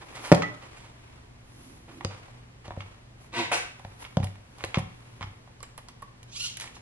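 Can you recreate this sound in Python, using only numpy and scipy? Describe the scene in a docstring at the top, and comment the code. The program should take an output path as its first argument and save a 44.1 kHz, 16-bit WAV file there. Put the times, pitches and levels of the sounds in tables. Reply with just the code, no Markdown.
"""A small workshop, close to the bench: a model truck is set down hard, its rubber wheels laid beside it.
Each landing knocks the plastic chassis, thumps the bench top and bounces; suspension arms clack and a
spring twangs. Someone drops into a padded chair, lifts and lowers the chassis, seats a steel nut driver
with small ticks and spins it with a short, squeaky whirr. Hands and sleeves rustle in between,
over a fan and a mains hum."""
import sys
import numpy as np
from scipy import signal
from scipy.fft import rfft, irfft
from scipy.io import wavfile
from scipy.ndimage import uniform_filter1d

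SR = 44100
rng = np.random.default_rng(int(sys.argv[2]) if len(sys.argv) > 2 else 0)


def generate_wav(signal):
    """Clip the signal to [-1, 1] and save it as 16-bit WAV at the path in sys.argv[1]."""
    frames = np.transpose(np.atleast_2d(signal))
    scaled = np.clip(frames, -1, 1) * 32767
    pcm = np.round(scaled).astype(np.int16)
    wavfile.write(sys.argv[1], SR, pcm)


N = 300321
TIME = np.arange(N) / SR
HIT_TIME = TIME[:SR // 3]

# Levels in the tables are relative; each layer has its own trim.
# parts landing on the bench: start_s, knock_db, centre_hz, focus_db_per_octave, thump_db, crack_db,
# bounce_loss_db, punch_db, punch_hz
LANDINGS = [(0.317, -7.5, 403, 8, -12, -20.5, 34, -0.5, 355),
            (0.3229, -0.5, 460, 12, -7.5, -20.5, 23, -8.5, 600),
            (2.0477, -25, 393, 5, -24.5, -28, 25, -25, 790),
            (2.6799, -34.5, 543, 5, -35, -51, 18, -33, 540), (2.707, -37, 732, 4, -38, -72, 12, -29, 900),
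            (2.773, -36.5, 514, 15, -29.5, -68, 12, -44, 403),
            (3.849, -36.5, 873, 5, -34.5, -54, 14, -39, 900), (4.17, -21, 655, 32, -13, -35, 8.5, -28, 510),
            (4.233, -41.5, 500, 3, -24.5, -62, 15, -41, 500),
            (4.6395, -27.5, 435, 2, -34, -37, 23, -29, 1980), (4.772, -22, 450, 5, -15, -42, 19, -24, 650),
            (5.2094, -34, 1172, 14, -33, -46, 3.5, -46, 995)]
# plastic touching plastic: start_s, knock_db, centre_hz, crack_db
PLASTIC_CLICKS = [(0.126, -33, 1073, -63), (0.325, -1, 950, -32), (0.334, -4, 620, -45),
                  (0.3415, -13, 644, -48), (0.3468, -31, 686, -27.5), (0.862, -43.5, 1890, -61),
                  (2.0088, -22.5, 1200, -56), (2.282, -36.5, 916, -64.5), (2.657, -37.5, 900, -59),
                  (2.719, -30, 1000, -74), (2.766, -32, 750, -70), (3.795, -34, 933, -55),
                  (4.229, -27.5, 1600, -50), (4.235, -43, 1500, -47), (4.2418, -26.5, 690, -36.5),
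                  (4.27, -33, 2400, -51.5), (4.356, -38, 1490, -60), (4.584, -38, 904, -49),
                  (4.646, -25.5, 1500, -36), (4.784, -19.5, 980, -40.5), (4.791, -22, 990, -41),
                  (5.476, -36, 952, -70), (6.23, -50, 1500, -48), (6.5704, -33.5, 2896, -34.5),
                  (6.599, -31.5, 2613, -35.5), (6.609, -41, 2325, -35), (6.618, -29.5, 2200, -48),
                  (6.64, -27.5, 1490, -61), (6.675, -33, 2317, -56), (6.766, -36, 1110, -74.5)]
# a suspension arm hitting its stop: start_s, level_db, centre_hz
ARM_CLACKS = [(0.421, -19.5, 1300), (2.8059, -32, 2300), (2.8205, -41, 1880), (4.042, -41, 2200),
              (4.0499, -33.5, 2445), (4.063, -41, 1200), (4.607, -37, 1200), (4.7438, -19, 2370),
              (4.756, -26, 1300), (5.218, -33, 1590), (5.2269, -27.5, 1600)]
# the spring's twang as the truck settles: start_s, level_db
SPRING_REBOUND = (0.433, -28.5)
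# the driver finding the wheel nut: start_s, knock_db, ping_db, ping_hz
DRIVER_TICKS = [(5.605, -44, -53, 4400), (5.629, -32, -42, 7710), (5.778, -37, -44.5, 10300),
                (5.785, -33.5, -56.5, 11000), (5.8855, -45, -48, 5200), (5.8887, -41.5, -54, 9100),
                (6.0217, -38.5, -54, 10500), (6.0249, -31, -55.5, 9000)]
# turns of the driver, one list each: time_s, slip_rate_hz, squeak_db, friction_db
DRIVER_SPINS = [
    [(6.28, 759, -72.5, -63.5), (6.325, 829, -53, -53.5), (6.348, 1012, -49, -47.5),
     (6.365, 1150, -41, -39), (6.385, 1302, -43, -43), (6.412, 1423, -35, -36.5),
     (6.43, 1464, -36.5, -37.5), (6.452, 1413, -39, -38.5), (6.463, 1381, -50, -40),
     (6.475, 1072, -38.5, -39), (6.5, 1072, -52, -46), (6.56, 818, -70, -65)],
    [(6.735, 1400, -76, -64), (6.755, 1343, -55, -51), (6.775, 1410, -60.5, -62)],
]

# ringing modes of the struck parts: pitch_hz, level_db, t60_s
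BENCH_MODES = [(66.55, -13.5, 0.13), (98.7, 5, 0.44), (136.3, 6, 0.21), (163.1, 6.5, 0.13),
               (189, 6.5, 0.06)]
CHASSIS_MODES = [(265.7, -3.5, 0.0454), (334, 3.5, 0.07), (397, 6.5, 0.035), (471, 1, 0.04),
                 (544.3, 6.5, 0.081), (594, 2.5, 0.076), (686, -1.5, 0.08), (742, 0, 0.13), (851, 6, 0.03),
                 (974, 3.5, 0.05), (1084, 3, 0.047), (1210, -3.5, 0.039), (1364, -4, 0.024),
                 (1782, -2.5, 0.037), (1881, 0, 0.055), (2214, -1, 0.056), (2370, -3.5, 0.0797),
                 (2680, -2.5, 0.035), (2940, -2.5, 0.02), (3397, -3, 0.042), (3850, -1, 0.032)]
ARM_MODES = [(842, -3.5, 0.084), (1039, 2, 0.034), (1309, -3.5, 0.04), (2190, 4.5, 0.016),
             (2810, -0.5, 0.0146), (3200, -1.5, 0.0148), (3510, -2.5, 0.016), (4940, -12.5, 0.0087),
             (6500, -23.5, 0.0099)]
SPRING_MODES = [(1270, 0, 0.086), (1860, -3, 0.086), (1970, 0.5, 0.16), (2091, -7, 0.063)]
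WHEEL_MODES = [(474, -4.5, 0.034), (590, -7, 0.035), (735, -13, 0.023), (910, 4, 0.026), (1018, 3.5, 0.03),
               (1127, 7, 0.035), (1310, -8, 0.0173), (1817, -9, 0.024), (2067, -9, 0.022),
               (2840, -13, 0.012)]
SHAFT_MODES = [(4700, -3, 0.0044), (5540, -6.5, 0.013), (7540, -3, 0.013), (8900, -4, 0.007),
               (9930, -3, 0.008), (10200, -2, 0.0077), (11300, 1, 0.0048)]

# the chair taking the weight: start_s, rise_s, fall_t60_s, level_db
SEAT_SLIDE_AND_SQUASH = [(3.319, 0.075, 0.31, -27), (3.514, 0.004, 0.28, -24)]
SEAT_SLAP = (3.5145, 0.003, 0.11, -26)
CUSHION_PUFF = (3.518, 0.015, 0.26, -40)
# resonances of the chair frame: pitch_hz, width_hz, level_db
FRAME_RESONANCES = [(353, 35, -3), (510, 50, -3), (682, 50, -4.5), (937, 40, -2), (1119, 45, -2.5),
                    (1520, 45, -2), (1960, 45, -3.5), (2230, 70, -6), (2620, 130, -7), (3740, 110, -4)]

# tread and plastic scuffing: start_s, fall_t60_s, level_db, tilt_db_per_octave
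SCUFF_STROKES = [(0.005, 0.09, -41, -2.5), (0.14, 0.25, -38, 0), (0.232, 0.43, -35.5, 0),
                 (0.61, 0.23, -44, -1.5), (0.755, 0.48, -50, 1.3), (0.83, 0.12, -47, -1),
                 (1.875, 0.21, -45, -4), (2.092, 0.31, -42.5, -2.5), (2.639, 0.14, -43.5, -1.5),
                 (4.581, 0.85, -47, -0.5), (6.606, 0.18, -41, 4), (6.645, 0.12, -47, 1)]
# reaches of hand and sleeve: middle_s, length_s, rub_db, swish_db
HAND_REACHES = [(0.2, 0.33, -48, -61.5), (0.262, 0.06, -53, -51), (0.673, 0.32, -51.5, -71),
                (1.102, 0.259, -56.5, -73), (1.652, 0.24, -58.5, -59.5), (1.947, 0.082, -63, -65.5),
                (2.194, 0.32, -52.5, -73), (2.839, 0.22, -54.5, -76.5), (3.237, 0.068, -56.5, -63.5),
                (4.027, 0.038, -52.5, -53), (4.045, 0.48, -57, -66.5), (4.63, 0.16, -57, -66),
                (5.099, 0.49, -56.5, -68.5), (6.73, 0.28, -56.5, -69.5)]
# a tyre turned in the hand: middle_s, length_s, level_db
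TYRE_TURNS = [(1.683, 0.19, -56), (1.979, 0.109, -51)]
# mains hum: pitch_hz, level_db
HUM_LINES = [(60, -68), (120, -56.5), (240, -70)]

# EQ curves that give each sound its colour: frequency_hz, gain_db
CRACK_EQ = [(300, -14.5), (1000, 3), (3000, 2), (4500, -4.5), (6000, -7), (8000, -12), (10500, -7),
            (13000, -28.5)]
WHIRR_EQ = [(600, -39.5), (1100, -14.5), (1450, -17), (2100, -15.5), (2880, 0), (3500, -3), (4300, -4.5),
            (5100, -9), (5900, -7), (7200, -11.5), (8600, -20), (10300, -11.5), (12000, -33)]
SLIDE_EQ = [(50, -34), (110, -0.5), (260, -3), (350, 0), (450, -9.5), (800, -6.5), (980, -1), (1300, -10),
            (2150, -4.5), (2900, -8), (5000, -17.5), (10000, -28), (12000, -39)]
SQUASH_EQ = [(60, -45), (150, -16), (350, -8.5), (650, -8.5), (860, -13), (1200, -11), (1600, -6.5),
             (2650, -6), (3500, -13.5), (5000, -32), (10000, -23), (12000, -53)]
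SLAP_EQ = [(150, -28), (350, -10), (600, 1.5), (1200, 2.5), (1700, -14), (3500, -27), (6000, -32)]
PUFF_EQ = [(2000, -20), (3800, 6.5), (6000, 4.5), (8500, -1), (10800, 2.5), (12000, -34)]
RUB_EQ = [(150, -30.5), (250, 2.5), (606, -4), (1030, -2), (1540, -8), (2270, -7), (4680, -18.5),
          (5590, -21), (10300, -26), (11700, -38), (18000, -100)]
SLEEVE_EQ = [(1500, -30), (3000, -8), (6000, -6), (8500, -11.5), (10500, 0), (11800, -8), (14000, -21.5)]
TYRE_EQ = [(120, -16), (210, -5), (260, 4), (340, 1), (450, -21), (800, -41)]
FAN_EQ = [(12, -46), (20, -10.5), (65, -8), (91, -9.5), (102, -6.5), (123, -9), (148, -12), (233, -17.5),
          (266, -19.5), (576, -25), (694, -25.5), (1120, -27), (1320, -30.5), (1860, -30), (11700, -50),
          (18000, -102)]
REVERB_EQ = [(60, -8), (200, -3.5), (600, -2), (3000, -0.5), (12000, 1.5)]
# decay of the room: frequency_hz, t60_s
REVERB_DECAY = [(100, 0.5), (500, 0.3941), (2000, .5), (5000, 0.45), (12000, 0.2648)]
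# stereo width of close and of diffuse sound: frequency_hz, side_minus_mid_db
NEAR_SIDE_EQ = [(60, -32), (170, -27.5), (500, -19), (1000, -12), (2000, -1.5), (4000, 4), (11000, 8.5)]
DIFFUSE_SIDE_EQ = [(60, -27), (130, -15.5), (300, -1), (700, 0), (2000, 3), (5000, 5), (11000, 7.5)]


def landings(touches=3, bounce_s=0.031, softening_db=5):
    """Each landing punches, cracks, rings the chassis and thumps the bench, then bounces on its rubber."""
    hard_hz, hard_db, db_per_octave = 168, -11.5, 18  # softer than hard_db, the thump sinks in pitch
    out = np.zeros(N)
    for start, knock_db, centre_hz, focus_db, thump_db, crack_db, loss_db, punch_db, punch_hz in LANDINGS:
        add(out, start, from_db(punch_db - 3.5) * punch(punch_hz))
        for bounce in range(touches):
            at = start + bounce * bounce_s
            low_db = thump_db - bounce * loss_db
            fade_db = bounce * (loss_db + softening_db)  # knock and crack fade faster than the thump
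            thump_hz = hard_hz * 2 ** min((low_db - hard_db) / db_per_octave, 0)
            body = knock(centre_hz, focus_db, grip_s=0.0082, free_share=0.38, low_cut_ratio=0.47)
            snap = cushioned(crack(t60=0.013, tilt_db=-1))
            add(out, at, from_db(knock_db - fade_db - 2) * body)
            add(out, at + 0.0011, from_db(low_db - 2) * thump(thump_hz))  # late, as the rubber gives
            add(out, at, from_db(crack_db - fade_db + 2) * snap)
    return out


def punch(hz, decay_cycles=3.1):
    """The first shove of a contact: a swing or two that die at once."""
    shove = np.sin(2 * np.pi * hz * HIT_TIME) * from_db(-60 * HIT_TIME * hz / decay_cycles)
    return unit_hit(radiate(shove, hz * 0.44))


def knock(centre_hz, focus_db, grip_s, free_share, low_cut_ratio):
    """The spot struck favours some chassis modes; hand or rubber soon damps most of the ring."""
    body = ring(CHASSIS_MODES, -focus_db * octaves_from(CHASSIS_MODES, centre_hz))
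    damping = np.exp(-HIT_TIME / grip_s) + free_share
    return unit_hit(radiate(body * damping, centre_hz * low_cut_ratio))


def thump(centre_hz, damping_s=0.027, free_share=0.5, focus_db=15):
    """The bench top is pushed down and swings back, mostly in the modes near centre_hz."""
    hz, db, t60 = np.transpose(BENCH_MODES)[:, :, None]
    envelopes = from_db(db - focus_db * np.abs(np.log2(hz / centre_hz)) - 60 * HIT_TIME / t60)
    boom = (envelopes * np.sin(2 * np.pi * hz * HIT_TIME)).sum(0)
    damping = np.exp(-HIT_TIME / damping_s) + free_share
    return -unit_hit(radiate(boom * damping, centre_hz * 0.51))


def crack(t60, tilt_db):
    """The brief broad snap of two hard surfaces meeting."""
    return unit_hit(noise(CRACK_EQ, len(HIT_TIME), tilt_db) * from_db(-60 * HIT_TIME / t60))


def clicks():
    """Plastic taps plastic: a knock and a bright snap that leave the bench still."""
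    out = np.zeros(N)
    for start, knock_db, centre_hz, crack_db in PLASTIC_CLICKS:
        body = knock(centre_hz, focus_db=8, grip_s=0.0055, free_share=0.44, low_cut_ratio=0.55)
        add(out, start, from_db(knock_db - 13) * body)
        add(out, start, from_db(crack_db - 4) * crack(t60=0.028, tilt_db=2.5))
    return out


def clacks(focus_db=6.5):
    """A hard plastic arm hits its stop and rings briefly in the modes that the spot struck favours."""
    out = np.zeros(N)
    for start, db, centre_hz in ARM_CLACKS:
        arm = ring(ARM_MODES, -focus_db * octaves_from(ARM_MODES, centre_hz), scatter_db=0.5)
        snap = from_db(-4.5) * cushioned(crack(t60=0.056, tilt_db=-2.5))
        add(out, start, from_db(db - 6.5) * (arm + snap))
    return out


def spring():
    """The coil twangs once as the suspension comes back up."""
    out = np.zeros(N)
    start, db = SPRING_REBOUND
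    add(out, start, from_db(db) * ring(SPRING_MODES))
    return out


def ticks(wheel_rise_s=0.00153, focus_db=22):
    """The socket taps the nut: the hollow wheel rings up; the shaft's ping depends on the spot touched."""
    out = np.zeros(N)
    for start, knock_db, ping_db, ping_hz in DRIVER_TICKS:
        wheel = ring(WHEEL_MODES, scatter_db=3.5) * (1 - np.exp(-HIT_TIME / wheel_rise_s))
        dull_snap = from_db(-13) * crack(t60=0.035, tilt_db=-5)
        add(out, start, from_db(knock_db - 3) * (wheel + dull_snap))
        shaft = ring(SHAFT_MODES, -focus_db * octaves_from(SHAFT_MODES, ping_hz), scatter_db=3)
        bright_snap = from_db(-1) * crack(t60=0.074, tilt_db=-1.5)
        add(out, start, from_db(ping_db - 3) * (shaft + bright_snap))
    return out


def whirr(flutter_db=2.5, jitter_share=0.025):
    """The spinning driver squeaks upward as it gathers speed, then breaks into a rasp as it slows."""
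    out = np.zeros(N)
    for turn in DRIVER_SPINS:
        times, *curves = np.transpose(turn)
        rate_hz, squeak_db, friction_db = (np.interp(TIME, times, curve) for curve in curves)
        phase = 2 * np.pi * np.cumsum(rate_hz * (1 + jitter_share * drift(900))) / SR
        harmonics = sum(np.cos(k * phase) * from_db(3 * drift(70)) for k in range(1, 9))
        squeak = from_db(squeak_db - 2) * colour(harmonics, WHIRR_EQ)
        rasp = from_db(friction_db - 6) * noise(WHIRR_EQ)
        out += (squeak + rasp) * (TIME > times[0]) * (TIME < times[-1])
    return out * from_db(flutter_db * drift(120))


def chair(frame_db=7.5):
    """Upholstery slides, then is slapped and squashed; its slips rattle the frame, the cushion puffs."""
    out = np.zeros(N)
    for (start, rise_s, fall_t60, db), eq in zip(SEAT_SLIDE_AND_SQUASH, (SLIDE_EQ, SQUASH_EQ)):
        grains = slips(per_s=6000, spread_db=1.5)
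        rustle = rms_one(colour(grains + from_db(frame_db) * chair_frame(grains), eq))
        add(out, start, from_db(db - 3.5) * stroke(rise_s, fall_t60) * rustle)
    for (start, rise_s, fall_t60, db), eq in ((SEAT_SLAP, SLAP_EQ), (CUSHION_PUFF, PUFF_EQ)):
        add(out, start, from_db(db + 1.5) * stroke(rise_s, fall_t60) * noise(eq, size=SR))
    return out


def chair_frame(x):
    """The frame rings in its resonances."""
    return sum(from_db(db) * signal.lfilter(*signal.iirpeak(hz, hz / width_hz, fs=SR), x)
               for hz, width_hz, db in FRAME_RESONANCES)


def scuffs(rise_s=0.018):
    """Tread and plastic drag over each other in short grainy strokes."""
    out = np.zeros(N)
    for start, fall_t60, db, tilt_db in SCUFF_STROKES:
        grains = slips(per_s=4000, spread_db=1)
        scrape = radiate(colour(grains, RUB_EQ, tilt_db), low_cut_hz=480)
        add(out, start, from_db(db - 3.5) * stroke(rise_s, fall_t60) * rms_one(scrape))
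    return out


def handling(grain_db=2.5):
    """With each reach, fingers rub grainily over tread and plastic; the sleeve swishes more smoothly."""
    rub_level, swish_level = 0, 0
    for middle_s, length_s, rub_db, swish_db in HAND_REACHES:
        movement = swell(middle_s, length_s)
        rub_level += movement * from_db(rub_db - 4.5)
        swish_level += movement * from_db(swish_db - 5)
    fingers = rub_level * from_db(grain_db * drift(150)) * diffuse(RUB_EQ)
    return fingers + swish_level * diffuse(SLEEVE_EQ)


def tyre_rub(grain_db=-1):
    """A hollow tyre turned in the hand gives a dull, uneven rub."""
    level = sum(from_db(db) * swell(middle_s, length_s) for middle_s, length_s, db in TYRE_TURNS)
    return level * from_db(grain_db * drift(55)) * noise(TYRE_EQ)


def room_tone(fan_db=-54, waver_db=2.5):
    """A bed of fan noise and slightly wavering mains hum."""
    hum = 0
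    for hz, db in HUM_LINES:
        level = np.sqrt(2) * from_db(db + waver_db * drift(5.8))
        hum += level * np.sin(2 * np.pi * (hz * TIME + rng.random()))
    return from_db(fan_db) * diffuse(FAN_EQ) + hum


def workshop_reverb(x, build_s=0.0015):
    """Cluttered shelves scatter the sound into a dense tail that dies band by band."""
    age = TIME[:SR]
    edges_hz = np.geomspace(40, 16000, 10)
    white, tail = rng.standard_normal((2, SR)), 0
    for low, high in zip(edges_hz, edges_hz[1:]):
        band_pass = signal.butter(2, [low, high], "band", fs=SR, output="sos")
        band = signal.sosfilt(band_pass, rng.permuted(white, axis=1))
        tail += band * from_db(-60 * age / at_hz(REVERB_DECAY, np.sqrt(low * high)))
    mid, side = colour(tail, REVERB_EQ) / np.sqrt(np.sum(tail[0] ** 2))
    response = stereo(mid, colour(side, DIFFUSE_SIDE_EQ)) * (1 - np.exp(-age / build_s))
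    return signal.fftconvolve(x[None], response, axes=1)[:, :N]


def ring(modes, weight_db=0, scatter_db=0):
    """Damped modes, each struck with a strength and sign of its own."""
    hz, db, t60 = np.transpose(modes)
    strengths = from_db(db + weight_db + scatter_db * rng.standard_normal(len(hz)))
    signs = rng.choice([-1, 1], len(hz))
    partials = np.sin(2 * np.pi * np.outer(hz, HIT_TIME)) * from_db(-60 * np.outer(1 / t60, HIT_TIME))
    return unit_hit((strengths * signs) @ partials)


def octaves_from(modes, centre_hz):
    """How far each mode lies from a pitch."""
    return np.abs(np.log2(np.array(modes)[:, 0] / centre_hz))


def radiate(x, low_cut_hz):
    """A vibrating body sends out little below its own resonances."""
    return signal.sosfilt(signal.butter(3, low_cut_hz, "high", fs=SR, output="sos"), x)


def cushioned(x, high_cut_hz=7150):
    """A contact softened by rubber loses its top."""
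    return signal.sosfilt(signal.butter(4, high_cut_hz, fs=SR, output="sos"), x)


def slips(per_s, spread_db):
    """One second of stick-slip: random little releases of uneven size."""
    sizes = from_db(spread_db * np.minimum(rng.exponential(1, SR), 3)) * rng.choice([-1, 1], SR)
    return sizes * (rng.random(SR) < per_s / SR)


def stroke(rise_s, fall_t60):
    """Envelope of a rub that builds up and dies away."""
    age = TIME[:SR]
    return np.clip(age / rise_s, 0, 1) * from_db(-60 * np.maximum(age - rise_s, 0) / fall_t60)


def swell(middle_s, length_s):
    """A movement gathers speed and slows again; the length spans its louder part."""
    return np.exp(-2 * ((TIME - middle_s) / length_s) ** 2)


def drift(rate_hz):
    """A smooth random wobble of unit power."""
    knots = rng.standard_normal(N // 20)
    return rms_one(np.interp(TIME * rate_hz, np.arange(len(knots)), knots))


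def noise(eq, size=N, tilt_db=0):
    """Coloured noise of unit power."""
    return rms_one(colour(rng.standard_normal(size), eq, tilt_db))


def colour(x, eq, tilt_db=0):
    """Apply an EQ curve, tilted by tilt_db per octave about 1 kHz."""
    hz = np.fft.rfftfreq(x.shape[-1], 1 / SR)
    octaves = np.log2((hz + 1) / 1000)
    return irfft(rfft(x) * from_db(at_hz(eq, hz) + tilt_db * octaves), x.shape[-1])


def at_hz(curve, hz):
    """Read a curve on a log-frequency axis."""
    points_hz, values = np.transpose(curve)
    return np.interp(np.log(np.maximum(hz, 1)), np.log(np.maximum(points_hz, 1)), values)


def near(x):
    """A close source: the side signal is a quarter cycle out of step with the mid."""
    return stereo(x, colour(signal.hilbert(x).imag, NEAR_SIDE_EQ))


def diffuse(eq):
    """Noise arriving from all around."""
    return stereo(noise(eq), colour(noise(eq), DIFFUSE_SIDE_EQ))


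def stereo(mid, side):
    """Left and right from mid and side."""
    return np.array([mid + side, mid - side])


def add(track, start_s, sound):
    """Mix a sound in at its cue."""
    start = int(np.clip(round(start_s * SR), 0, N - 1))
    track[start:start + len(sound)] += sound[:N - start]


def unit_hit(x):
    """Scale a hit so that its loudest 6 ms have unit power."""
    return x / np.sqrt(uniform_filter1d(x ** 2, size=256).max() + 1e-20)


def rms_one(x):
    """Scale to unit power."""
    return x / np.sqrt(np.mean(x ** 2) + 1e-20)


def from_db(db):
    """Decibels to gain."""
    return 10 ** (np.asarray(db) / 20)


def scene(pan_db=-1.5):
    """The mix: truck up front, handwork a little to the right, the chair wetter, room tone underneath."""
    truck = landings()
    parts = clicks() + clacks() + spring() + scuffs()
    taps, spin, seat = ticks(), whirr(), chair()
    centre = near(truck + from_db(1.5) * seat)
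    handwork = near(parts + taps + tyre_rub() + spin) * from_db([[pan_db], [-pan_db]])
    reverb_send = (from_db(-10.5) * truck + from_db(-9) * parts + from_db(-9.5) * taps
                   + from_db(-6.5) * spin + from_db(-2.5) * seat)
    return centre + handwork + workshop_reverb(reverb_send) + handling() + room_tone()


def record(dry, treble_rolloff_hz=11300, high_cut_hz=14900):
    """The highest treble rolls off, the loudest peaks flatten, and a steep high cut follows."""
    heard = signal.sosfilt(signal.butter(8, treble_rolloff_hz, fs=SR, output="sos"), dry)
    clipped = heard / (1 + heard ** 12) ** (1 / 12)
    return signal.sosfilt(signal.ellip(8, 0.2, 60, high_cut_hz, fs=SR, output="sos"), clipped)


dry = scene()
out = record(dry)
generate_wav(out)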